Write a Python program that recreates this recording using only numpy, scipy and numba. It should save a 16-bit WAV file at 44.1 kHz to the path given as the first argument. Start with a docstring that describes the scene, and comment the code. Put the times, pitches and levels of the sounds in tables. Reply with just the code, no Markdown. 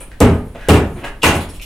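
"""In a bare stone room, a hand pick chops an opening in a brick partition a few metres away.
A dull tail of an earlier sound dies away; two blows thud into the wall and a third breaks brick away,
a shard tinking after it. Each blow is a steel tick, a crunch, a hollow knock and the boom of the wall's
modes, then a weaker after-knock. The blade scrapes and clinks on hard brick, and crumbs trickle down.
The room reverberates over a low rumble, and a limiter flattens the blows."""
import sys
import numpy as np
from scipy import signal
from scipy.fft import rfft, irfft
from scipy.io import wavfile
from numba import njit

SR = 44100
rng = np.random.default_rng(int(sys.argv[2]) if len(sys.argv) > 2 else 0)


def int16_out(signal):
    """Quantize to a 16-bit WAV file."""
    q = np.round(np.clip(np.atleast_2d(signal).T, -1, 1) * 32767)
    wavfile.write(sys.argv[1], SR, q.astype(np.int16))


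N = 72765

# blows and after-knocks: onset t/s, thud level/dB, boom level/dB, knock level/dB, knock f/Hz,
# thud build-up t/s, crunch level/dB, crunch decay t/s, tick level/dB, tick f/Hz
BLOWS = [(0.2034, 1, 4, -6, 406, 0.0021, -4, 0.0097, 0.5, 7930),
         (0.279, -17, -15, -12.5, 220, 0.0022, -30, .005, -40, 8360),
         (0.6854, -5.5, 0, 6.5, 426, 0.0019, 4, 0.0064, -4, 8700),
         (0.732, -7, -9, -8.5, 570, 0.0031, -3, 0.0088, -26, 8050),
         (1.2316, -14, -7.5, -11, 926, .014, 1.5, 0.032, -2.5, 7840),
         (1.342, -23, -13.5, -15, 609, 0.005, -17.5, 0.0078, -19, 8100)]
GRAINS_PER_S, PUSH_LAG_S, TOP_HZ = 4000, 0.0011, 16000
LN_1000 = np.log(1000)  # time constants in a decay of 60 dB


def amp(db):
    """Amplitude ratio of a level in decibels."""
    return 10 ** (np.asarray(db) / 20)


def at(points, hz):
    """Interpolation of a table on a log-frequency axis."""
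    f, values = np.array(points, float).T
    return np.interp(np.log(np.maximum(hz, 1)), np.log(f), values)


def freqs():
    """Frequencies of the Fourier bins, f/Hz."""
    return np.arange(N // 2 + 1) * SR / N


def shape(x, gain):
    """Zero-phase filtering by a gain per frequency; white noise keeps its power."""
    return irfft(rfft(x) * gain / np.sqrt(np.mean(gain ** 2)), N)


def colour(x, points):
    """Minimum-phase filtering to a given spectrum; white noise keeps its power."""
    gain = amp(at(points, freqs()))
    cepstrum = irfft(np.log(gain / np.sqrt(np.mean(gain ** 2))), N)
    cepstrum[1:N // 2] *= 2  # folding onto positive time makes the filter causal
    cepstrum[N // 2:] = 0
    response = irfft(np.exp(rfft(cepstrum)), N)[:N // 10]
    return signal.fftconvolve(x, response)[:N]


def resonate(x, hz, width_hz):
    """Forced response of a damped resonator; white noise keeps its power."""
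    b, a = signal.iirpeak(hz, hz / width_hz, fs=SR)
    return signal.lfilter(b, a, x) * np.sqrt(SR / np.pi / width_hz)


def since(start):
    """Time elapsed after an onset, t/s; zero before it."""
    return np.maximum(np.arange(N) / SR - start, 0)


def burst(start, rise, fall):
    """Transient envelope: quick rise and exponential decay."""
    t = since(start)
    return (1 - np.exp(-t / rise)) * np.exp(-t / fall)


def stroke(start, length, rise=0.005, release=0.003):
    """Sustained envelope: attack, hold and exponential release."""
    return (1 - np.exp(-since(start) / rise)) * np.exp(-since(start + length) / release)


def grains(rate, spread_db=4):
    """Shot noise: random clicks of uneven size, rms 1."""
    clicks = (rng.random(N) < rate / SR) * rng.choice([-1, 1], N)
    clicks = clicks * amp(spread_db * np.minimum(rng.exponential(size=N), 4))
    return clicks / clicks.std()


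def spread(mid, side):
    """Spatial coherence: two close points hear alike in the bass and differ in the treble."""
    # side relative to mid: f/Hz, level/dB
    side_levels = [(60, -43), (250, -23), (500, -20), (1000, -15), (2000, -2), (10000, -4)]
    side = irfft(rfft(side) * amp(at(side_levels, freqs())), N)
    return np.array([mid + side, mid - side])


def room(x, direct_db=-10.5, echo_db=1.5, rise_s=0.0027):
    """Reverberation: direct sound plus dense reflections from masonry; the lows last longest."""
    # reverberation time: f/Hz, T60/s
    decay_times = [(60, 0.5), (160, 0.57), (420, 0.4026), (1100, 0.4536), (2900, 0.32), (7700, 0.26),
                   (16000, 0.17)]
    tails = np.zeros((2, N))
    spectra = rfft(rng.standard_normal((2, N)))
    octave = np.log2(np.clip(freqs(), 40, 20480) / 40)
    for k in range(10):
        band = irfft(spectra * np.maximum(1 - abs(octave - k), 0), N)
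        envelope = burst(0, rise_s, at(decay_times, 40 * 2 ** k) / LN_1000)
        tails += band * envelope / np.sqrt(np.sum(envelope ** 2))
    echo = signal.fftconvolve(spread(*tails), x[None], axes=1)[:, :N]
    return amp(direct_db) * x + amp(echo_db) * echo


def rumble(gain_db=-36.5):
    """Stationary noise: the low rumble of the building."""
    # rumble spectrum: f/Hz, level/dB
    spectrum = [(20, -5), (42, 0), (70, -16), (200, -22), (400, -29), (1000, -37), (3000, -47), (6000, -57),
                (16000, -58)]
    noise = rng.standard_normal((2, N))
    return amp(gain_db) * spread(*shape(noise, amp(at(spectrum, freqs()))))


def crumbs(gain_db=-46.5, trickle_db=-19, sizes=12, per_s=1200, width_hz=900):
    """Random impacts: mortar falls in showers over a thin trickle, each size pinging at its own pitch."""
    # showers of crumbs: onset t/s, duration t/s, level/dB
    showers = [(.001, 0.0052, 10.5), (0.245, 0.1, -11.5), (0.367, 0.01, -3.5), (0.442, 0.017, -14),
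               (0.81, 0.2, -13.5), (1.042, 0.0057, 6), (1.345, 0.009, 16), (1.398, 0.018, 6.5),
               (1.485, 0.0095, 6.5), (1.527, 0.028, 1.5), (1.611, 0.015, 7.5)]
    # spectrum of the patter: f/Hz, level/dB
    spectrum = [(500, -31), (2500, 3.5), (5500, -10), (8000, -4.5), (10000, 4.5), (12500, -8.5),
                (16000, -13)]
    flow = amp(trickle_db) + sum(amp(db) * stroke(start, length) for start, length, db in showers)
    pitches = (np.arange(sizes) + 1 + rng.random(sizes)) * TOP_HZ / (sizes + 2)
    pings = sum(resonate(grains(per_s / sizes) * flow, hz, width_hz) for hz in pitches)
    return amp(gain_db) * colour(pings / np.sqrt(sizes), spectrum)


def tail_scrapes_and_tink(gain_db=-34, ring_width_hz=190, bump_hz=330):
    """Noise-driven resonance: a dull opening tail, blade scrapes and the high tink of a brick shard."""
    # tail of an earlier sound (at 0.004 s), shard (at 1.264 s) and scrapes (the rest): onset t/s,
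    # duration t/s, grit level/dB, bump level/dB, ring f/Hz, ring level/dB relative to the grit
    events = [(.004, 0.013, -9, 0, 2320, 0), (0.111, 0.0077, -10.5, -29, 1523, 13),
              (0.543, 0.022, -13, -0.5, 500, 8), (0.579, 0.21, -15.5, -37, 1540, 8.5),
              (0.954, 0.08, -14, -0.5, 1260, -20), (1.034, 0.019, 3, -5, 1680, -5.5),
              (1.065, 0.011, -4.5, -9, 1266, 5.5), (1.218, 0.015, -6.5, -40, 2880, 24.5),
              (1.264, 0.013, 1, -18, 6400, 10), (1.613, 0.011, -25.5, -47, 2120, 15)]
    # spectrum of the grit: f/Hz, level/dB
    spectrum = [(100, -3.5), (350, -0.5), (800, 1.5), (1500, -2), (3000, -3), (4500, -19.5), (7000, -35),
                (16000, -29)]
    grit, bump, ring = np.zeros((3, N))
    for start, length, db, bump_db, hz, ring_db in events:
        drive = grains(GRAINS_PER_S) * stroke(start, length)
        grit += amp(db) * drive
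        bump += amp(bump_db) * drive
        ring += amp(db + ring_db) * resonate(drive, hz, ring_width_hz) / 2
    lowpass = 1 / np.hypot(1, (freqs() / bump_hz / 2) ** 2)
    bump = resonate(shape(bump, lowpass), bump_hz, bump_hz / 2) * np.sqrt(bump_hz / SR)
    return amp(gain_db) * (colour(grit, spectrum) + bump + ring)


def ticks(gain_db=-17, decay_s=0.0034, width_hz=2100):
    """Hard contact: the steel tip meets brick and excites a bright, heavily damped resonance."""
    out = np.zeros(N)
    for start, *_, db, hz in BLOWS:
        contact = rng.standard_normal(N) * burst(start, 0.0001, decay_s)
        out += amp(db) * resonate(contact, hz, width_hz)
    return amp(gain_db) * out


def crunch(gain_db=-10):
    """Brittle fracture: brick crushes into grains under the blade, each one a click."""
    # fracture spectrum: f/Hz, level/dB
    spectrum = [(100, -10.5), (400, 0.5), (950, -0.5), (1600, -6.5), (2800, -7.5), (4000, -17), (6000, -22),
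                (8500, -17.5), (12000, -25), (16000, -31.5)]
    crush = sum(amp(db) * burst(start, 0.00063, decay) for start, *_, db, decay, _, _ in BLOWS)
    return amp(gain_db) * colour(grains(GRAINS_PER_S) * crush, spectrum)


def knocks(gain_db=-6.5, decay_s=0.0071):
    """Damped oscillation: the struck brick rocks for a few cycles, a hollow knock."""
    out = np.zeros(N)
    for start, _, _, db, hz, *_ in BLOWS:
        out += amp(db) * np.sin(2 * np.pi * hz * since(start)) * burst(start, PUSH_LAG_S, decay_s)
    return amp(gain_db) * out


def thuds(gain_db=-2.5, decay_s=0.018):
    """Forced response: the masonry takes the push just after the tick, a burst of low noise."""
    # thud spectrum: f/Hz, level/dB
    spectrum = [(25, -24.5), (55, 0), (90, 3.5), (200, 1), (450, -4.5), (800, -12.5), (1500, -20),
                (3000, -27.5), (8000, -60)]
    push = sum(amp(db) * stroke(start + PUSH_LAG_S, 2 * build, build / 2, decay_s)
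               for start, db, _, _, _, build, *_ in BLOWS)
    return amp(gain_db) * colour(rng.standard_normal(N) * push, spectrum)


def boom(gain_db=-10.5, scatter_db=1, detune=0.0042, waver_db=2, coupling_db=5, rise_cycles=0.99):
    """Free vibration: the wall rings on in its modes, the lowest swelling last; each level wavers."""
    # modes of the wall: f/Hz, level/dB, T60/s
    modes = [(80.63, 1, 0.42), (86.35, -1.5, 0.57), (112.46, -5, 0.58), (164, -3.5, 0.33),
             (214.4, -3.5, 0.44), (239, -5.5, 0.38), (383.7, -8, 0.38), (417.2, -9.5, 0.42),
             (473, -13, 0.13), (533, -14, 0.3), (558.4, -10, 0.34), (682, -6, 0.16), (810, -10, 0.26),
             (990, -14.5, 0.22)]
    out = np.zeros(N)
    for onset, _, boom_db, _, knock_hz, build, *_ in BLOWS:
        start = onset + 2 * build
        for (hz, db, t60), (size, tune) in zip(modes, rng.standard_normal((len(modes), 2))):
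            # the struck brick favours wall modes near its own pitch
            boost = coupling_db * np.exp(-(10 * np.log(hz / knock_hz)) ** 2 / 2)
            waver = waver_db * np.interp(np.arange(N), np.linspace(0, N, 60), rng.standard_normal(60))
            level = boom_db + db + boost + scatter_db * size + waver
            wave = np.sin(2 * np.pi * hz * (1 + detune * tune) * since(start))
            out += amp(level) * wave * burst(start, rise_cycles / hz, t60 / LN_1000)
    return amp(gain_db) * out


def clinks(gain_db=-17, chatter_s=0.0032):
    """Modal ringing: brief chatter excites the blade, which hand and brick damp."""
    # contacts with hard brick: t/s, level/dB
    contacts = [(0.6893, -9), (0.736, -21), (1.041, -31), (1.2319, -1), (1.597, -22)]
    # modes of the blade: f/Hz, level/dB, T60/s
    modes = [(2390, -3.5, 0.05), (2497, -3.5, 0.026), (2712, 4, 0.018)]
    jolts = sum(amp(db) * burst(start, 0.00044, chatter_s) for start, db in contacts)
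    chatter = rng.standard_normal(N) * jolts
    ring = sum(amp(db) * resonate(chatter, hz, LN_1000 / (np.pi * t60)) * np.sqrt(t60 / chatter_s)
               for hz, db, t60 in modes)
    return amp(gain_db) * ring / 2


@njit
def follow(x, attack, release):
    """Envelope detection: a one-pole smoother with separate rates for rise and fall."""
    out, envelope = np.empty(len(x)), 0.
    for i in range(len(x)):
        envelope += (x[i] - envelope) * (attack if x[i] > envelope else release)
        out[i] = envelope
    return out


def scene(spots=3):
    """Superposition: brick breaks at several spots, each with its own paths through the room."""
    broken = sum(room(crunch() + thuds()) for _ in range(spots)) / np.sqrt(spots)
    tip, gritty, bits = ticks(), tail_scrapes_and_tink(), crumbs()
    struck = knocks() + clinks()
    reverberant = broken + room(tip + bits) + room(gritty + struck)
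    near = tip + amp(-2.5) * gritty + amp(-10) * bits + amp(-4) * struck  # the tip faces the listener
    direct = np.array([near, np.pad(near, (1, 0))[:N]])  # arrives on the left one sample sooner
    return reverberant + direct + boom() + rumble()


def record(dry, drive_db=3, limit_db=5.5, attack_s=0.003, release_s=0.035, knee=4):
    """Dynamic compression: a limiter ducks the blows, saturation rounds the peaks, the top is cut."""
    x = dry * amp(drive_db)
    envelope = follow(abs(x).max(axis=0), 1 / (attack_s * SR), 1 / (release_s * SR))
    x = x / np.maximum(envelope / amp(limit_db), 1)
    x = x / (1 + abs(x) ** knee) ** (1 / knee)
    lowpass = signal.ellip(10, 0.2, 80, TOP_HZ, fs=SR, output="sos")
    return signal.sosfilt(lowpass, x)


dry = scene()
out = record(dry)
int16_out(out)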